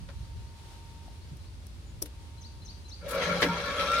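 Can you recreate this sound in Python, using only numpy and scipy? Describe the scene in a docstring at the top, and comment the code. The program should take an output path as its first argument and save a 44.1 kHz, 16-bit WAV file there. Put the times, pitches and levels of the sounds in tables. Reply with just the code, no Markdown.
"""A low, uneven outdoor rumble and a faint steady tone, then a relay clicks beside a railway switch.
A small bird chirps, and a thin steel strip snaps off the rail with sharp ticks and a scrape.
From 3 s the point motor runs up: its gears whine at their mesh frequencies, tooth impacts excite
the modes of the housing into a rattle, and the rods clunk as they take the load."""
import sys
import numpy as np
from scipy import signal
from scipy.fft import rfft, irfft
from scipy.io import wavfile
from scipy.ndimage import uniform_filter1d

SR = 44100
rng = np.random.default_rng(int(sys.argv[2]) if len(sys.argv) > 2 else 0)


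def int16_out(signal):
    """Quantize to a 16-bit WAV file."""
    q = np.round(np.clip(np.atleast_2d(signal).T, -1, 1) * 32767)
    wavfile.write(sys.argv[1], SR, q.astype(np.int16))


N = 176400
T = np.arange(N) / SR
HZ = np.fft.rfftfreq(N, 1 / SR)


def amp(db):
    """Decibels to amplitude ratio."""
    return 10 ** (np.asarray(db) / 20)


def unit(x):
    """Normalisation to rms 1."""
    return x / np.sqrt(np.mean(abs(x) ** 2) + 1e-20)


def curve(rows, column=1):
    """Linear interpolation of a column over time."""
    rows = np.array(rows)
    return np.interp(T, rows[:, 0], rows[:, column])


def per_bin(points):
    """Interpolation over log frequency."""
    hz, value = np.transpose(points)
    return np.interp(np.log(HZ + 1), np.log(hz + 1), value)


def noise():
    """Independent white noise for each ear."""
    return rng.standard_normal((2, N))


def wobble(rate_hz):
    """Random modulator: low-passed noise of rms 1."""
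    return unit(irfft(rfft(rng.standard_normal(N)) / (1 + (HZ / rate_hz) ** 4), N))


def phase(hz):
    """Phase is the integral of frequency."""
    return 2 * np.pi * np.cumsum(hz) / SR


def resonance(hz, width_hz):
    """Unit-power response of two cascaded resonators."""
    return unit(1 / (1 + 2j * (HZ - hz) / width_hz) ** 2)


def shape(spectrum):
    """Unit-power response from relative levels."""
    return unit(amp(per_bin(spectrum)))


# Coherence of the switch's sound between the ears (frequency [Hz], correlation [-])
SWITCH_COHERENCE = [(50, .5), (90, .6), (150, .93), (300, .96), (600, .96), (1000, .75), (2300, .25),
                    (5000, -.1), (15000, 0)]
def colour(x, response, coherence=SWITCH_COHERENCE):
    """Filtering, then a cross-mix that sets interaural coherence."""
    left, other = rfft(x) * response
    shared = np.clip(per_bin(coherence), -1, 1)
    return irfft(np.array([left, shared * left + np.sqrt(1 - shared ** 2) * other]), N)


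def pan(x, balance_db):
    """Interaural level difference, varying with frequency."""
    return irfft(rfft(x) * amp(np.array([[.5], [-.5]]) * per_bin(balance_db)), N)


def steady(x, seconds):
    """Division by the running rms flattens the envelope."""
    return x / np.sqrt(abs(uniform_filter1d((x ** 2).mean(0), int(seconds * SR))) + 1e-9)


def strike(s, db, rise, decay):
    """Impact envelope: linear rise, exponential decay."""
    return amp(db) * np.clip((T - s) / rise, 0, 1) * np.exp(-np.maximum(T - s - rise, 0) / decay)


def bursts(rows, spectrum):
    """Contact noise: impact envelopes sharing one spectrum."""
    return colour(noise() * sum(strike(*row) for row in rows), shape(spectrum))


NEAR_T60_S = .025
def echoes(x, t60):
    """Diffuse reflection from track and ballast: convolution with decaying noise."""
    tail = noise()[:, :SR // 2] * amp(-60 * T[:SR // 2] / t60)
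    return signal.fftconvolve(x[None], tail / np.linalg.norm(tail[0]), axes=1)[:, :N]


# Spectra of rumble, distant wash and hiss (frequency [Hz], relative level [dB])
RUMBLE_SPECTRUM = [(15, -37), (30, -47), (42, -9), (54, -2.5), (82, -1.5), (105, -8.5), (160, -20.5),
                   (230, -33.5), (400, -60), (16000, -120)]
WASH_SPECTRUM = [(60, -20), (150, 0), (230, -3.5), (400, -9), (700, -19), (1500, -71), (16000, -90)]
HISS_SPECTRUM = [(290, -27), (500, -14), (800, 7), (1250, 2.5), (1800, 0.5), (2700, 1.5), (4300, 2),
                 (6000, -2.5), (7500, -6.5), (9500, -4.5), (11500, -12.5), (13600, -15), (16000, -23)]
# Envelopes of rumble, hiss and faint tone (time [s], level [dB])
RUMBLE_LEVEL = [(0, -43), (.12, -44), (.2, -36.5), (.28, -44.5), (.36, -38), (.45, -42.5), (.58, -49),
                (.64, -47.5), (1.5, -44), (1.86, -44), (2.52, -45.5), (4.0, -44.5)]
HISS_LEVEL = [(0, -58), (.55, -58.5), (.7, -55), (.95, -58), (1.5, -59), (3.0, -58.5)]
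TONE_LEVEL = [(0, -71), (.24, -66), (.65, -62.5), (1.03, -61), (1.35, -72), (1.8, -84), (2.05, -70.5),
              (2.35, -64.5), (2.75, -68.5), (3.0, -76)]
# Coherence of the air (frequency [Hz], correlation [-])
AIR_COHERENCE = [(60, 0.81), (150, 0.71), (380, 0.84), (950, 0), (15000, 0.044)]
# Balance of the air (frequency [Hz], left minus right [dB])
AIR_BALANCE = [(60, -1), (150, -1), (380, 1.5), (950, 0.5), (2380, 0.5), (5980, 3.0), (15000, -1.5)]
def outdoors(wash_db=-58, tone_hz=920.5):
    """Ambient noise: a rumble swelling with wind and handling bumps, a wash, a hiss and a faint tone."""
    rumble = steady(colour(noise(), shape(RUMBLE_SPECTRUM), AIR_COHERENCE), 0.07)
    rumble *= amp(curve(RUMBLE_LEVEL))
    wash = colour(noise(), shape(WASH_SPECTRUM), AIR_COHERENCE) * amp(wash_db)
    hiss = colour(noise(), shape(HISS_SPECTRUM), AIR_COHERENCE)
    hiss *= amp(curve(HISS_LEVEL) + 0.6 * wobble(12))
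    tone = np.sqrt(2) * np.sin(phase(tone_hz + 0.3 * wobble(8.4))) * amp(curve(TONE_LEVEL))
    return pan(rumble + wash + hiss + tone, AIR_BALANCE)


# Thuds and clanks (time [s], level [dB], frequency [Hz], bandwidth [Hz], decay [s])
THUD_HITS = [(0.004, -45.5, 179.5, 40, 0.06), (1.08, -45, 760, 260, 0.0026), (1.311, -37.5, 123, 60, 0.026),
             (2.019, -39.5, 312, 69.4, 0.021), (2.02, -47, 486, 199, 0.031),
             (3.433, -33.5, 286, 117, 0.035), (3.427, -32, 1970, 160, 0.0089),
             (3.447, -24.5, 518, 160, 0.011), (3.458, -35, 274, 50, .025)]
def thuds():
    """Damped resonance: each blow excites one narrow band, rising in about one period."""
    out = 0
    for s, db, hz, width, decay in THUD_HITS:
        band = steady(colour(noise(), resonance(hz, width)), 0.0107)
        out += band * strike(s, db, 1.05 / hz, decay)
    return out


# Closure and bounce (time [s], level [dB], rise [s], decay [s])
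RELAY_HITS = [(0.086, -46.5, 0.0043, 0.0084), (0.1, -52.5, 0.0011, 0.018)]
# Contact noise (frequency [Hz], relative level [dB])
RELAY_SPECTRUM = [(200, -5), (550, 0), (850, 1), (1400, 1), (2400, -5), (4500, -8), (7000, -18),
                  (16000, -40)]
# Modes of the relay box (frequency [Hz], level [dB], decay [s])
BOX_MODES = [(560, -47.5, 0.019), (1430, -55, 0.011), (2380, -60, 0.017), (3666, -59, .01)]
def relay():
    """Free vibration: the relay closes, bounces once and leaves its box ringing."""
    onset = RELAY_HITS[0][0]
    ring = sum(np.sin(2 * np.pi * hz * T) * strike(onset, db, 0.0052, decay)
               for hz, db, decay in BOX_MODES)
    return bursts(RELAY_HITS, RELAY_SPECTRUM) + ring


# Calls (time [s], level of low notes [dB], level of high falling note [dB])
BIRD_CALLS = [(0.19, -62, -68), (0.43, -62, -66), (1.179, -62, -70), (1.42, -61, -70), (2.406, -49, -47.5),
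              (2.647, -46.5, -44.5), (2.882, -45, -46), (3.123, -45, -47), (3.606, -42, -52)]
# Notes of a call (delay [s], duration [s], start [Hz], middle [Hz], end [Hz], relative level [dB])
BIRD_NOTES = [(-.034, .026, 4000, 4100, 4070, -7.5), (0, .028, 6440, 6000, 4590, -4),
              (0.026, .048, 3340, 4477, 4800, -1)]
def bird(high_above_hz=6000, far_db=-1.5, near_db=-2.5):
    """Frequency modulation: each call is a soft flat note, a quick high fall and a rising sweep."""
    song = np.zeros(N)
    for s, low_db, high_db in BIRD_CALLS:
        for delay, length, start, middle, end, db in BIRD_NOTES:
            progress = np.arange(0, 1, 1 / (length * SR))
            glide = np.polyval(np.polyfit([0, .5, 1], [start, middle, end], 2), progress)
            hz = glide * (1 + 0.0043 * rng.standard_normal())
            gain = amp(db + (high_db if start > high_above_hz else low_db))
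            note = gain * abs(np.sin(np.pi * progress)) ** .6 * np.sin(phase(hz))
            at = max(round((s + delay) * SR), 0)
            song[at:at + len(note)] += note
    return song + amp(far_db) * echoes(song, t60=0.52) + amp(near_db) * echoes(song, NEAR_T60_S)


# Ticks of the strip (time [s], level [dB], rise [s], decay [s])
STRIP_TICKS = [(1.369, -51.5, .001, 0.0024), (1.668, -45, 0.00036, 0.0021), (2.018, -31, 0.0051, 0.0036),
               (2.0245, -23, 0.00024, 0.0013), (2.0278, -44, .0005, 0.012)]
# Their spectrum (frequency [Hz], relative level [dB])
STRIP_SPECTRUM = [(600, -3.5), (2000, -17.5), (3700, -6.5), (4700, -8), (5750, 7), (6900, -14.5),
                  (8600, 3.5), (9900, -6), (11200, 6), (12500, -3.5), (16000, -8)]
def steel_strip():
    """Impulsive excitation: the strip's brief snaps reach far into the treble."""
    return bursts(STRIP_TICKS, STRIP_SPECTRUM)


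# Squeals (time [s], duration [s], frequency [Hz], level [dB])
STEEL_SQUEALS = [(1.845, .09, 6910, -65), (3.204, 0.081, 6260, -46), (3.7, 0.2, 10530, -58)]
def squeals(wander=.012, rasp=.025):
    """Friction-induced vibration: dry sliding steel rasps on a wandering pitch."""
    out = np.zeros(N)
    for s, length, hz, db in STEEL_SQUEALS:
        swell = np.sin(np.pi * np.clip((T - s) / length, 0, 1))
        pitch = hz * (1 + wander * wobble(23) + rasp * wobble(277))
        out += amp(db) * swell * np.sin(phase(pitch))
    return out + echoes(out, NEAR_T60_S)


# Scrapes (time [s], level [dB], rise [s], decay [s])
STEEL_SCRAPES = [(2.054, -44.5, 0.006, 0.0076), (3.075, -41, 0.02, 0.024), (3.106, -39.5, 0.0051, 0.016),
                 (3.14, -45.5, 0.0093, 0.016), (3.408, -38.5, 0.008, 0.036), (3.80, -54, 0.017, 0.036)]
# Their spectrum (frequency [Hz], relative level [dB])
SCRAPE_SPECTRUM = [(1000, 2), (4000, 5.5), (6500, -0.5), (8500, -0.5), (11000, 4.5), (13500, 1),
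                   (16000, -9)]
def scrapes():
    """Sliding friction: steel on steel gives broadband noise."""
    return bursts(STEEL_SCRAPES, SCRAPE_SPECTRUM)


def tooth_impacts(per_second=830, spread_db=-2, decay_s=0.00037, hiss=1):
    """Shot noise: gear teeth knock at random over a sliding hiss."""
    hits = rng.random(N) < per_second / SR
    clicks = hits * amp(spread_db * np.minimum(rng.exponential(1, N), 4))
    envelope = signal.lfilter([1], [1, -np.exp(-1 / (decay_s * SR))], clicks)
    return unit(noise() * (unit(envelope) + hiss))


def casing(x, t60=.07, patch_db=2.4, patch_hz=300, patch_s=.04):
    """Modal overlap: many small modes ring, and shifting contact swells and fades patches of them."""
    tail = noise()[:, :SR // 10] * amp(-60 * T[:SR // 10] / t60)
    ringing = x + unit(signal.oaconvolve(x, tail, axes=1)[:, :N])
    hz, t, spectra = signal.stft(ringing, SR, nperseg=512)
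    patches = uniform_filter1d(rng.standard_normal(spectra.shape[1:]), round(patch_hz / hz[1]), axis=0)
    patches = uniform_filter1d(patches, round(patch_s / t[1]), axis=1)
    return unit(signal.istft(spectra * amp(patch_db * unit(patches)), SR)[1][:, :N])


def drift(x, depth=.008):
    """A randomly varying delay bends the pitch."""
    warped = T + np.cumsum(depth * wobble(9)) / SR
    return np.array([np.interp(warped % T[-1], T, ear) for ear in x])


# Gear rattle (time [s], midrange level [dB], treble level [dB])
RATTLE_LEVELS = [(2.97, -100, -100), (3.02, -55, -74), (3.065, -51.5, -49.5), (3.09, -47, -63),
                 (3.16, -38.5, -43), (3.24, -37, -37), (3.37, -35, -39), (3.40, -37, -37.5),
                 (3.48, -38, -42), (3.75, -39, -40.5), (3.81, -34, -34.5), (3.86, -39, -38),
                 (3.90, -38, -36), (4.0, -40, -34.5)]
# Its two bands (frequency [Hz], relative level [dB])
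MID_SPECTRUM = [(60, -6.5), (130, 2), (270, 0.5), (345, -7), (440, -2.5), (620, -9), (760, -4.5), (1020, 1),
                (1300, -4), (1650, 5), (1900, -10), (2400, -7), (3000, -25), (16000, -70)]
TREBLE_SPECTRUM = [(900, -51), (1700, -11.5), (2200, 3), (2550, 1), (2950, 2.5), (3350, 6.5), (4100, 0.5),
                   (4700, -3), (5500, -0.5), (6250, -5.5), (6900, -13), (8500, -13.5), (11000, -18.5),
                   (13500, -22.5), (16000, -49)]
# Housing modes (frequency [Hz], bandwidth [Hz], level re midrange [dB])
HOUSING_MODES = [(269, 20, -15), (439.3, 20, -12), (488.6, 12.5, -7.5), (1110, 18, -10.5), (1356, 100, -2),
                 (1588, 53, -14.5), (2110, 75, -10.5), (2271, 94, -8.5), (3215, 68, -18), (4040, 60, -16),
                 (4510, 47, -15.5)]
def gear_rattle(swell_db=2.5):
    """Forced vibration: tooth impacts drive the housing, whose modes swell in three groups."""
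    drive = casing(tooth_impacts())
    interleaved = np.array(HOUSING_MODES)[np.argsort(np.arange(len(HOUSING_MODES)) % 3)]
    ring = 0
    for group in np.array_split(interleaved, 3):
        modes = sum(amp(db) * resonance(hz, width) for hz, width, db in group)
        ring += drift(colour(tooth_impacts(), modes)) * unit(amp(swell_db * wobble(20)))
    middle = colour(drive, shape(MID_SPECTRUM)) + ring
    treble = colour(drive, shape(TREBLE_SPECTRUM))
    return middle * amp(curve(RATTLE_LEVELS)) + treble * amp(curve(RATTLE_LEVELS, 2))


# Hum under changing load (time [s], cover level [dB], rod level [dB])
DRONE_LEVELS = [(2.99, -74, -103), (3.02, -57.5, -50.5), (3.064, -36.5, -50), (3.11, -45, -69),
                (3.19, -27, -39.5), (3.25, -51, -65), (3.275, -32.5, -37), (3.37, -35.5, -37),
                (3.41, -38, -43), (3.455, -36.5, -40), (3.505, -47, -33.5), (3.59, -41.5, -47.5),
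                (3.76, -40, -56), (3.804, -33, -47), (3.86, -37.5, -50), (4.0, -36, -55)]
def drone(cover_hz=568.5, rods_hz=170.1, wander=.035):
    """Resonance: cover and rods hum at their natural frequencies."""
    cover = steady(colour(noise(), resonance(cover_hz, width_hz=69.6)), 0.025)
    pitch = rods_hz * (1 + wander * wobble(15.8))
    rods = np.sqrt(2) * np.sin(phase(pitch)) * (1 + 0.33 * wobble(44))
    return cover * amp(curve(DRONE_LEVELS)) + rods * amp(curve(DRONE_LEVELS, 2))


# Run-up (time [s], first mesh frequency [Hz], first mesh level [dB], second mesh level [dB])
RUN_UP = [(3.03, 398.8, -64.5, -67), (3.11, 477.3, -48.5, -63), (3.168, 561, -27.5, -48),
          (3.215, 607.2, -34, -51), (3.26, 650, -52, -67), (3.44, 874.7, -63, -70), (3.49, 915, -35.5, -63),
          (3.57, 995, -43.5, -67), (3.62, 1037, -60, -67), (3.72, 1125, -41, -46),
          (3.775, 1146, -46, -42.5), (3.80, 1153, -50, -29), (3.835, 1154, -59, -33),
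          (3.858, 1156, -55, -50), (3.885, 1174, -39, -30.5), (3.95, 1194, -49, -28), (4.0, 1209, -39, -29)]
# Overtones of the second mesh (harmonic number [-], relative level [dB])
MESH_HARMONICS = [(2, -20), (3, -25)]
def gear_whine(mesh_ratio=1.14, waver=0.004, roughness=0.3):
    """Periodic tooth meshing: two tones climb with motor speed and swell as they cross resonances."""
    angle = phase(curve(RUN_UP) * (1 + waver * wobble(49.4)))
    first = np.sin(angle) * (1 + roughness * wobble(97))
    second = np.sin(mesh_ratio * angle) * (1 + roughness * wobble(100))
    for k, db in MESH_HARMONICS:
        second += amp(db) * np.sin(k * mesh_ratio * angle) * (1 + roughness * wobble(90))
    running = T > RUN_UP[0][0]
    return np.sqrt(2) * (first * amp(curve(RUN_UP, 2)) + second * amp(curve(RUN_UP, 3))) * running


# Clunks of the linkage (time [s], level [dB], rise [s], decay [s])
ROD_CLUNKS = [(3.219, -29, .003, 0.023), (3.417, -21, 0.0062, 0.014), (3.427, -19.5, 0.0018, 0.0099),
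              (3.792, -32, 0.0036, 0.0099)]
# Their spectrum (frequency [Hz], relative level [dB])
CLUNK_SPECTRUM = [(60, -39), (110, -9), (200, -12), (600, -7), (800, -13), (1020, -6), (1350, -12.5),
                  (1630, -5.5), (1770, -7.5), (1960, 0), (2370, -10), (4840, -13.5), (6100, -23),
                  (15000, -49)]
def clunks():
    """Impact noise: the rods knock as they take the load."""
    return bursts(ROD_CLUNKS, CLUNK_SPECTRUM)


# Balance of switch and bird (frequency [Hz], left minus right [dB])
SOURCE_BALANCE = [(60, 0), (150, .5), (400, 1), (1000, 1.9), (2400, 3.7), (6000, 4.4), (15000, 6.5)]
def scene():
    """Superposition: the switch and the bird, towards the left, in the open air."""
    motor = gear_rattle() + drone() + gear_whine()
    contacts = squeals() + thuds() + relay() + steel_strip() + scrapes() + clunks()
    return pan(motor + contacts + bird(), SOURCE_BALANCE) + outdoors()


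def record(dry, ceiling=.45, cutoff_hz=15950):
    """Soft saturation rounds the peaks; a low-pass filter limits the band."""
    soft = ceiling * np.tanh(dry / ceiling)
    lowpass = signal.firwin(511, cutoff_hz, window=("kaiser", 9), fs=SR)
    return signal.oaconvolve(soft, lowpass[None], "same")


dry = scene()
out = record(dry)
int16_out(out)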